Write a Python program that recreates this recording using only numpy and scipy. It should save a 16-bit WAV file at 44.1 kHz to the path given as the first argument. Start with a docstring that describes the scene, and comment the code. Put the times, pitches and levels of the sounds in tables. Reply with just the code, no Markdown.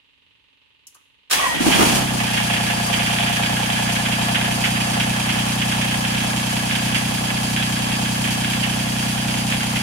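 """A garage, where a small fan throbs faintly and a compact three-cylinder diesel tractor is started.
The key clicks, the starter slams in and whirrs, and the engine catches with a few booms and settles
to idle. Below, the exhaust beats as a harmonic series on the firing rate. Above, periodic impacts of
valve gear, pistons and injectors excite a clatter of damped vibrations, with now and then a harder knock."""
import sys
import numpy as np
from scipy import signal
from scipy.fft import rfft, irfft, next_fast_len
from scipy.io import wavfile

SR = 44100
rng = np.random.default_rng(int(sys.argv[2]) if len(sys.argv) > 2 else 0)


def inscribe(sig):
    """Save sig as 16-bit PCM at rate SR to the path in sys.argv[1].

    A 1-D sig is mono; a 2-D sig holds one channel per row.
    Samples are clipped to [-1, 1] before scaling.
    """
    pcm = np.round(np.clip(np.atleast_2d(sig).T, -1, 1) * 32767)
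    wavfile.write(sys.argv[1], SR, pcm.astype(np.int16))


N = 433062
TIME = np.arange(N) / SR
GARAGE_T60_S = 0.54
CYLINDERS, CRANKING_S, IDLE_FROM_S = 3, 1.3, 2.2
IDLING_S = np.maximum(TIME - IDLE_FROM_S, 0)
THUD_COLUMN, KNOCK_COLUMN, TICK_COLUMN = 1, 2, 3


def from_db(db):
    """Amplitude ratio of a level in decibels."""
    return 10 ** (np.asarray(db) / 20)


def unit(x):
    """Normalisation: the mean of the channels gets rms 1."""
    return x / np.sqrt(np.mean(np.atleast_2d(x).mean(axis=0) ** 2) + 1e-20)


def in_time(rows):
    """Linear interpolation of each column at every sample."""
    times, *columns = np.transpose(rows)
    return [np.interp(TIME, times, column) for column in columns]


def at_hz(points, hz):
    """Interpolation of a spectrum on a log-frequency axis."""
    frequencies, values = np.transpose(points)
    return np.interp(np.log(hz + 1e-3), np.log(frequencies), values)


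def white():
    """Uncorrelated white noise in two channels."""
    return rng.standard_normal((2, N))


def drift(rate_hz):
    """Smooth random modulation of rms 1."""
    knots = rng.standard_normal(4000)
    return unit(np.interp(TIME * rate_hz, np.arange(len(knots)), knots))


def colour(x, spectrum):
    """Spectral shaping with partial coherence: the channels are a little alike low down, diffuse above."""
    # left minus right: frequency_hz, level_db
    balance = [(150, -0.5), (330, -2.5), (500, -2.5), (770, 2.5), (1170, -5), (1790, -0.5), (2740, -5.5),
               (4190, 0), (6410, -2), (9810, 9), (12000, 1), (15000, -4.5)]
    # likeness of the channels: frequency_hz, coherence
    likeness = [(60, 0.18), (200, 0.13), (320, 0.14), (600, 0.37), (1500, 0.14), (5000, 0.024),
                (15000, 0.018)]
    size = next_fast_len(N + SR // 4)
    hz = np.arange(size // 2 + 1) * SR / size
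    mid, side = rfft(x, size)
    coherence = np.clip(at_hz(likeness, hz), 0, 1)
    mid, side = mid * np.sqrt(1 + coherence), side * np.sqrt(1 - coherence)
    lean = from_db(at_hz(balance, hz) / 2)
    left_lag_s = 0.0006244 * np.clip(hz / 600, 0, 1) ** 2
    left = (mid + side) * lean * np.exp(-2j * np.pi * hz * left_lag_s)
    right = (mid - side) / lean
    octaves_above = np.log2(hz / spectrum[-1][0] + 1e-9)
    octaves_below = np.log2(spectrum[0][0] / (hz + 1e-3))
    gain = from_db(at_hz(spectrum, hz) - 33 * np.maximum(octaves_above, octaves_below).clip(0))
    return irfft(np.array([left, right]) * gain, size)[:, :N]


def strikes(times, levels_db, ring_t60, room_db):
    """Superposition: every impact on a part repeats one impulse response, a dense ring and a room tail."""
    t = np.arange(SR // 3) / SR
    decay = from_db(-60 * t / ring_t60) + from_db(room_db - 60 * t / GARAGE_T60_S)
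    response = rng.standard_normal((2, len(t))) * decay
    out = np.zeros((2, N + len(t)))
    for at, gain in zip(np.clip(np.asarray(times) * SR, 0, N).astype(int), from_db(levels_db)):
        out[:, at:at + len(t)] += gain * response
    return out[:, :N]


def blows(rows, spectrum, ring_t60, room_db):
    """Separate impacts, each with its own impulse response, filtered at constant power."""
    hits = sum(strikes([start_s], [db], ring_t60, room_db) for start_s, db in rows)
    power = np.mean(from_db(at_hz(spectrum, np.linspace(0, SR / 2, 2000))) ** 2)
    return colour(hits, spectrum) / np.sqrt(power)


def resonate(x, hz, width_hz):
    """A damped resonator with two poles."""
    radius = np.exp(-np.pi * width_hz / SR)
    feedback = [1, -2 * radius * np.cos(2 * np.pi * hz / SR), radius * radius]
    return signal.lfilter([1, 0, -1], feedback, x)


def each_cycle(crank, position, jitter_s, scatter_db):
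    """Quasi-periodic excitation: times and level changes of a contact made once per engine cycle."""
    cycles = np.arange(np.floor(crank[0] / CYLINDERS), crank[-1] / CYLINDERS) * CYLINDERS
    timing, strength = rng.standard_normal((len(cycles), 2)).T
    return np.interp(cycles + position, crank, TIME) + jitter_s * timing, scatter_db * strength


def fan(turn_hz, fan_db, air_db):
    """Periodic friction in broadband noise: a fan scrapes dully once a turn, over a low stir of air."""
    # spectra of fan and air: frequency_hz, level_db
    fan_spectrum = [(120, -43), (200, -19), (248, -15), (275, -2), (312, -16), (393, -13), (707, -23),
                    (875, -8), (1320, -18.5), (1950, -9), (2280, -7), (2830, 0.5), (4330, -11.5),
                    (5270, -22), (14000, -32)]
    air_spectrum = [(20, -14), (45, -8), (75, -3), (140, -7), (250, -13), (700, -29)]
    turns = np.arange(0, N / SR, 1 / turn_hz)
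    scrape = strikes(turns, rng.normal(0, .5, len(turns)), ring_t60=.12, room_db=-5)
    scrape = signal.sosfilt(signal.butter(2, 4000, fs=SR, output="sos"), scrape)
    throb = unit(colour(unit(scrape) + 1.9 * white(), fan_spectrum))
    return from_db(fan_db) * throb + from_db(air_db) * unit(colour(white(), air_spectrum))


def ignition():
    """Impact transients: the key and the glow relay click and ring briefly."""
    # clicks: start_s, level_db
    key_clicks = [(.869, -42), (.946, -50)]
    relay_clicks = [(.95, -56)]
    # their spectra: frequency_hz, level_db
    key_spectrum = [(1760, -41), (3000, -9), (3750, -27), (3970, -12), (4800, -9), (6760, -1), (8110, -9),
                    (10500, -4), (16000, -21)]
    relay_spectrum = [(250, -18), (800, -14), (1150, 0), (1500, -13), (4000, -30)]
    key = blows(key_clicks, key_spectrum, ring_t60=0.07, room_db=-15.5)
    return key + blows(relay_clicks, relay_spectrum, ring_t60=0.16, room_db=-12)


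def starter(gear_ring_hz):
    """The pinion slams in; a narrow-band whirr sags under compression while the ring gear resonates."""
    # starter run: time_s, whirr_hz, whirr_db, ring_db
    run = [(1.3, 993, -88, -90), (1.36, 1080, -33, -48), (1.41, 1170, -27, -33), (1.46, 1057, -22, -27),
           (1.49, 974, -28, -28), (1.54, 929, -37, -30), (1.62, 914, -50, -39), (1.75, 904, -90, -60),
           (2, 894, -90, -90)]
    # pinion impacts: start_s, level_db
    impacts = [(1.2985, -37), (1.3035, -31), (1.31, -19), (1.327, -18.5)]
    # their spectrum: frequency_hz, level_db
    spectrum = [(180, -48), (300, -16), (689, -9), (885, -10), (1170, -5), (1870, -1), (2000, -4),
                (3080, -4), (5340, -5.5), (10600, -10.5), (16000, -17)]
    whirr_hz, whirr_db, ring_db = in_time(run)
    phase = 2 * np.pi * np.cumsum(whirr_hz) / SR
    whirr = np.array([drift(170) * np.cos(phase) + drift(170) * np.sin(phase) for ear in "LR"])
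    ring = resonate(white(), gear_ring_hz, width_hz=20.3)
    slam = blows(impacts, spectrum, ring_t60=0.19, room_db=-15)
    return from_db(whirr_db) * unit(whirr) + from_db(ring_db) * unit(ring) + slam


def covers_and_pipes(crank, build_s):
    """Modal ringing: each part is knocked once a cycle; most slowly grow fainter as the engine idles."""
    # modes: position_firings, pitch_hz, width_hz, relative_db, fade_db_per_s
    modes = [(1.72, 525, 12, -47, -.6), (1.93, 695, 8, -37.5, -1.1), (2, 799, 10, -47, 0),
             (1.3, 833, 8, -47, 0), (1.1, 1149, 12, -46, -.6), (.95, 1640, 45, -43, -1.2),
             (1.15, 1712, 14, -40.5, -1.1), (2.02, 1712, 30, -45, -1), (2.1, 2573, 14, -43, -.5),
             (2.85, 3117, 12, -43.5, 0), (.5, 3888, 10, -51, 0), (.04, 4813, 18, -46, 0),
             (1.9, 8980, 40, -55, 0), (.1, 10750, 90, -50, 0)]
    out = 0
    for position, hz, width_hz, db, fade_db_per_s in modes:
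        times, change_db = each_cycle(crank, position, jitter_s=.00005, scatter_db=1.8)
        tail_db = -15 + 4.5 * np.log2(hz / 1000)  # small parts sizzle on between knocks
        knocked = strikes(times, change_db, ring_t60=0.033, room_db=tail_db)
        gain = from_db(db + 0.4 + fade_db_per_s * IDLING_S)
        out = out + gain * unit(resonate(knocked, hz, width_hz))
    return out * np.clip((TIME - CRANKING_S) / build_s, 0, 1)


def contact_train(crank, column, spectrum, ring_t60, room_db, scatter_db, jitter_s, throb_db, uneven_db):
    """Cyclostationary noise: each firing repeats a run of impacts over a rattle modulated in step."""
    # injector, piston and valve contacts: position_firings, thud_db, knock_db, tick_db
    contacts = [(.86, 1.5, 2, 4.5), (.97, -5, -2, 1), (1.14, 0.5, 4.5, 1), (1.34, -6.5, -4, -2),
                (1.57, -1.5, -0.5, -7)]
    # offsets of each cylinder: delay_firings, thud_db, knock_db, tick_db
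    cylinders = [(.005, -1, 0.3, 1), (.015, 0, -1.4, 0.1), (-.045, 0, 0.1, 3)]
    locked = 0
    for turn, cylinder in enumerate(cylinders):
        for contact in contacts:
            times, change_db = each_cycle(crank, turn + cylinder[0] + contact[0], jitter_s, scatter_db)
            levels_db = contact[column] + cylinder[column] + change_db
            locked = locked + strikes(times, levels_db, ring_t60, room_db)
    rattle = white() * from_db(throb_db * np.cos(2 * np.pi * (crank - .1)))
    rattle_share = np.interp(TIME, [IDLE_FROM_S - .45, IDLE_FROM_S], [0.77, 0.25])
    blend = np.sqrt(1 - rattle_share) * unit(locked) + np.sqrt(rattle_share) * unit(rattle)
    force = from_db(uneven_db * drift(30))
    return unit(colour(force * blend, spectrum))


def block_rumble(crank):
    """Forced vibration: the heavy block shudders with each firing, hardest before the engine settles."""
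    # shaking: time_s, level_db
    shake = [(1.51, -37.5), (1.6, -27.5), (1.85, -22.5), (1.98, -29.5), (2.3, -36.5)]
    # its spectrum: frequency_hz, level_db
    spectrum = [(15, -16), (42, -6), (90, -7), (150, -2), (210, 1), (290, .5), (380, -5), (550, -24)]
    shudder = contact_train(crank, THUD_COLUMN, spectrum, ring_t60=.06, room_db=-12,
                            scatter_db=2, jitter_s=.0002, throb_db=3, uneven_db=1)
    return from_db(in_time(shake)[0]) * shudder


def load_gain(idle_db, follows, fade_db_per_s):
    """Impact strength rises with load; the level slowly fades as the engine idles."""
    # cranked, stalled on compression, flaring, cut back by the governor: time_s, effort_db
    effort = [(1.33, 1), (1.46, 1.5), (1.57, -3), (1.67, 4.5), (1.79, 6.5), (1.97, 3.5), (2.08, -3),
              (2.16, -1)]
    return from_db(idle_db + follows * in_time(effort)[0] + fade_db_per_s * IDLING_S)


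def clatter(crank):
    """Structure-borne impact noise: the contacts radiate in three bands, as thud, knock and tick."""
    # band spectra: frequency_hz, level_db
    thud_band = [(210, -40), (350, -22.5), (419, -14.5), (513, -4), (566, -4.5), (640, -1.5), (702, 1),
                 (860, 1), (1090, -6.5), (1180, -5.5), (1400, -9.5), (1820, -48), (3080, -120)]
    knock_band = [(820, -54), (1400, -7.5), (1650, -3.5), (1940, -4.5), (2580, -1.5), (2850, -2.5),
                  (3140, -1.5), (3360, -0.5), (3580, -9), (4000, -10), (5200, -68), (8800, -120)]
    tick_band = [(2350, -29), (4000, -4), (4360, -2), (4650, -1.5), (5040, -3), (6510, -2.5), (7980, -6),
                 (9170, -5), (10500, -5.5), (11100, -7), (11500, -9.5), (15200, -17), (16000, -24)]
    thud = contact_train(crank, THUD_COLUMN, thud_band, ring_t60=0.045, room_db=-26.5,
                         scatter_db=1.0, jitter_s=.00006, throb_db=-0.5, uneven_db=0.88)
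    knock = contact_train(crank, KNOCK_COLUMN, knock_band, ring_t60=0.023, room_db=-7,
                          scatter_db=4.5, jitter_s=.00002, throb_db=1.0, uneven_db=1.18)
    tick = contact_train(crank, TICK_COLUMN, tick_band, ring_t60=0.02, room_db=2,
                         scatter_db=1.9, jitter_s=.00002, throb_db=0.8, uneven_db=0.45)
    return (thud * load_gain(idle_db=-31.5, follows=1.0, fade_db_per_s=-0.43)
            + knock * load_gain(idle_db=-27.5, follows=0.78, fade_db_per_s=-0.24)
            + tick * load_gain(idle_db=-31, follows=1.14, fade_db_per_s=-0.15))


def hard_knocks():
    """Multiple impact: a hard firing rattles through its first contacts."""
    # hard firings: start_s, level_db
    firings = [(1.721, -20.5), (2.2, -28), (2.333, -27), (2.366, -27), (2.498, -26), (2.531, -25),
               (2.697, -25.5), (2.93, -25), (2.994, -25.5), (3.06, -27.5), (3.26, -25.5), (3.358, -27),
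               (3.887, -27), (3.951, -29), (4.051, -27), (4.118, -27), (4.345, -25), (4.508, -31),
               (4.638, -21), (4.801, -27.5), (4.997, -28), (5.289, -25), (5.612, -26), (5.811, -29),
               (6.945, -24), (8.241, -28), (8.628, -25), (9.08, -33), (9.756, -25.5)]
    # contacts in each: delay_s, change_db
    rattle = [(0, -5.5), (.004, -4), (.01, -4)]
    # their spectrum: frequency_hz, level_db
    spectrum = [(600, -45), (1500, -8.5), (2100, -4.5), (2600, -2.5), (3300, -3.5), (3800, -17),
                (7000, -30), (15000, -50)]
    hits = [(s + delay_s, db + change_db) for s, db in firings for delay_s, change_db in rattle]
    return blows(hits, spectrum, ring_t60=0.11, room_db=-6)


def first_firings():
    """Impulsive combustion: the engine catches with low booms, each with a brighter crack."""
    # firings: start_s, boom_db, crack_db
    firings = [(1.607, -19.5, -36), (1.664, -14, -26), (1.681, -16.5, -29), (1.795, -19, -23),
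               (1.808, -15, -15), (1.825, -17, -20)]
    # their spectra: frequency_hz, level_db
    boom_spectrum = [(30, -14), (100, -17), (150, -21), (220, 1), (300, 2), (400, -9), (1000, -29),
                     (3000, -50)]
    crack_spectrum = [(300, -12), (450, -4), (1000, 3), (3000, -13), (9000, -23), (15000, -23)]
    booms = blows([(s, db) for s, db, _ in firings], boom_spectrum, ring_t60=0.055, room_db=-11.5)
    cracks = blows([(s, db) for s, _, db in firings], crack_spectrum, ring_t60=0.05, room_db=-10)
    return booms + cracks


def exhaust(crank, wander_firings, rough_db, weak_db):
    """A harmonic series: one pressure wave per firing, with one cylinder weaker than the others."""
    # harmonics of the firing rate: multiple, relative_db
    harmonics = [(1, -26), (2, -12.5), (3, -13.5), (4, 0), (5, -4), (6, 0), (7, -.5), (8, -8.5), (9, -13),
                 (10, -20)]
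    # combustion takes over from the starter: time_s, level_db
    burn = [(1.33, -57), (1.52, -50), (1.72, -37), (1.97, -25), (2.6, -26.5), (4.5, -25)]
    opens_firings, silencer_multiple, half_width = .42, 4.2, .3
    position = crank - opens_firings + wander_firings * drift(30)
    wave = 0
    for multiple, db in harmonics:
        # the silencer delays what lies near its resonance, so the bass rings on after each beat
        lag = 2 * np.arctan((multiple - silencer_multiple) / half_width)
        wave = wave - from_db(db) * np.cos(2 * np.pi * multiple * position - lag)
    weak = np.cos(2 * np.pi * (crank - 1 - opens_firings) / CYLINDERS)
    return from_db(in_time(burn)[0]) * unit(wave * from_db(rough_db * drift(30) - weak_db * weak))


def engine(cycle_start_s):
    """Phase locking: clatter, exhaust, rumble and ringing follow the crank, under knocks and booms."""
    # engine speed: time_s, firing_rate_hz
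    speed = [(1.3, 6), (1.6, 17), (1.8, 28), (1.95, 33), (2.24, 30.25), (3, 30.15), (3.6, 30.3),
             (4.1, 30.57), (5.2, 30.75), (5.9, 30.73), (6.7, 30.92), (7.7, 30.83), (9.82, 31.13)]
    crank = np.cumsum(in_time(speed)[0]) / SR  # position in firings
    crank -= np.interp(cycle_start_s, TIME, crank)
    fade_in = np.clip((TIME - CRANKING_S) / .03, 0, 1) ** 2
    running = clatter(crank)
    running += exhaust(crank, wander_firings=0.0037, rough_db=0.85, weak_db=1.5)
    running += block_rumble(crank)
    bangs = hard_knocks() + first_firings()
    running += covers_and_pipes(crank, build_s=1.34)
    return fade_in * running + bangs


def scene():
    """Superposition of key, fan, starter and engine in the garage."""
    return (ignition() + fan(turn_hz=22.75, fan_db=-62.5, air_db=-75.5)
            + starter(gear_ring_hz=1913) + engine(cycle_start_s=2.239))


def record(dry):
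    """Band limiting: a steep elliptic low-pass cuts the top of the treble."""
    cutoff_hz = 15750
    return signal.sosfilt(signal.ellip(10, .1, 80, cutoff_hz, fs=SR, output="sos"), dry)


dry = scene()
out = record(dry)
inscribe(out)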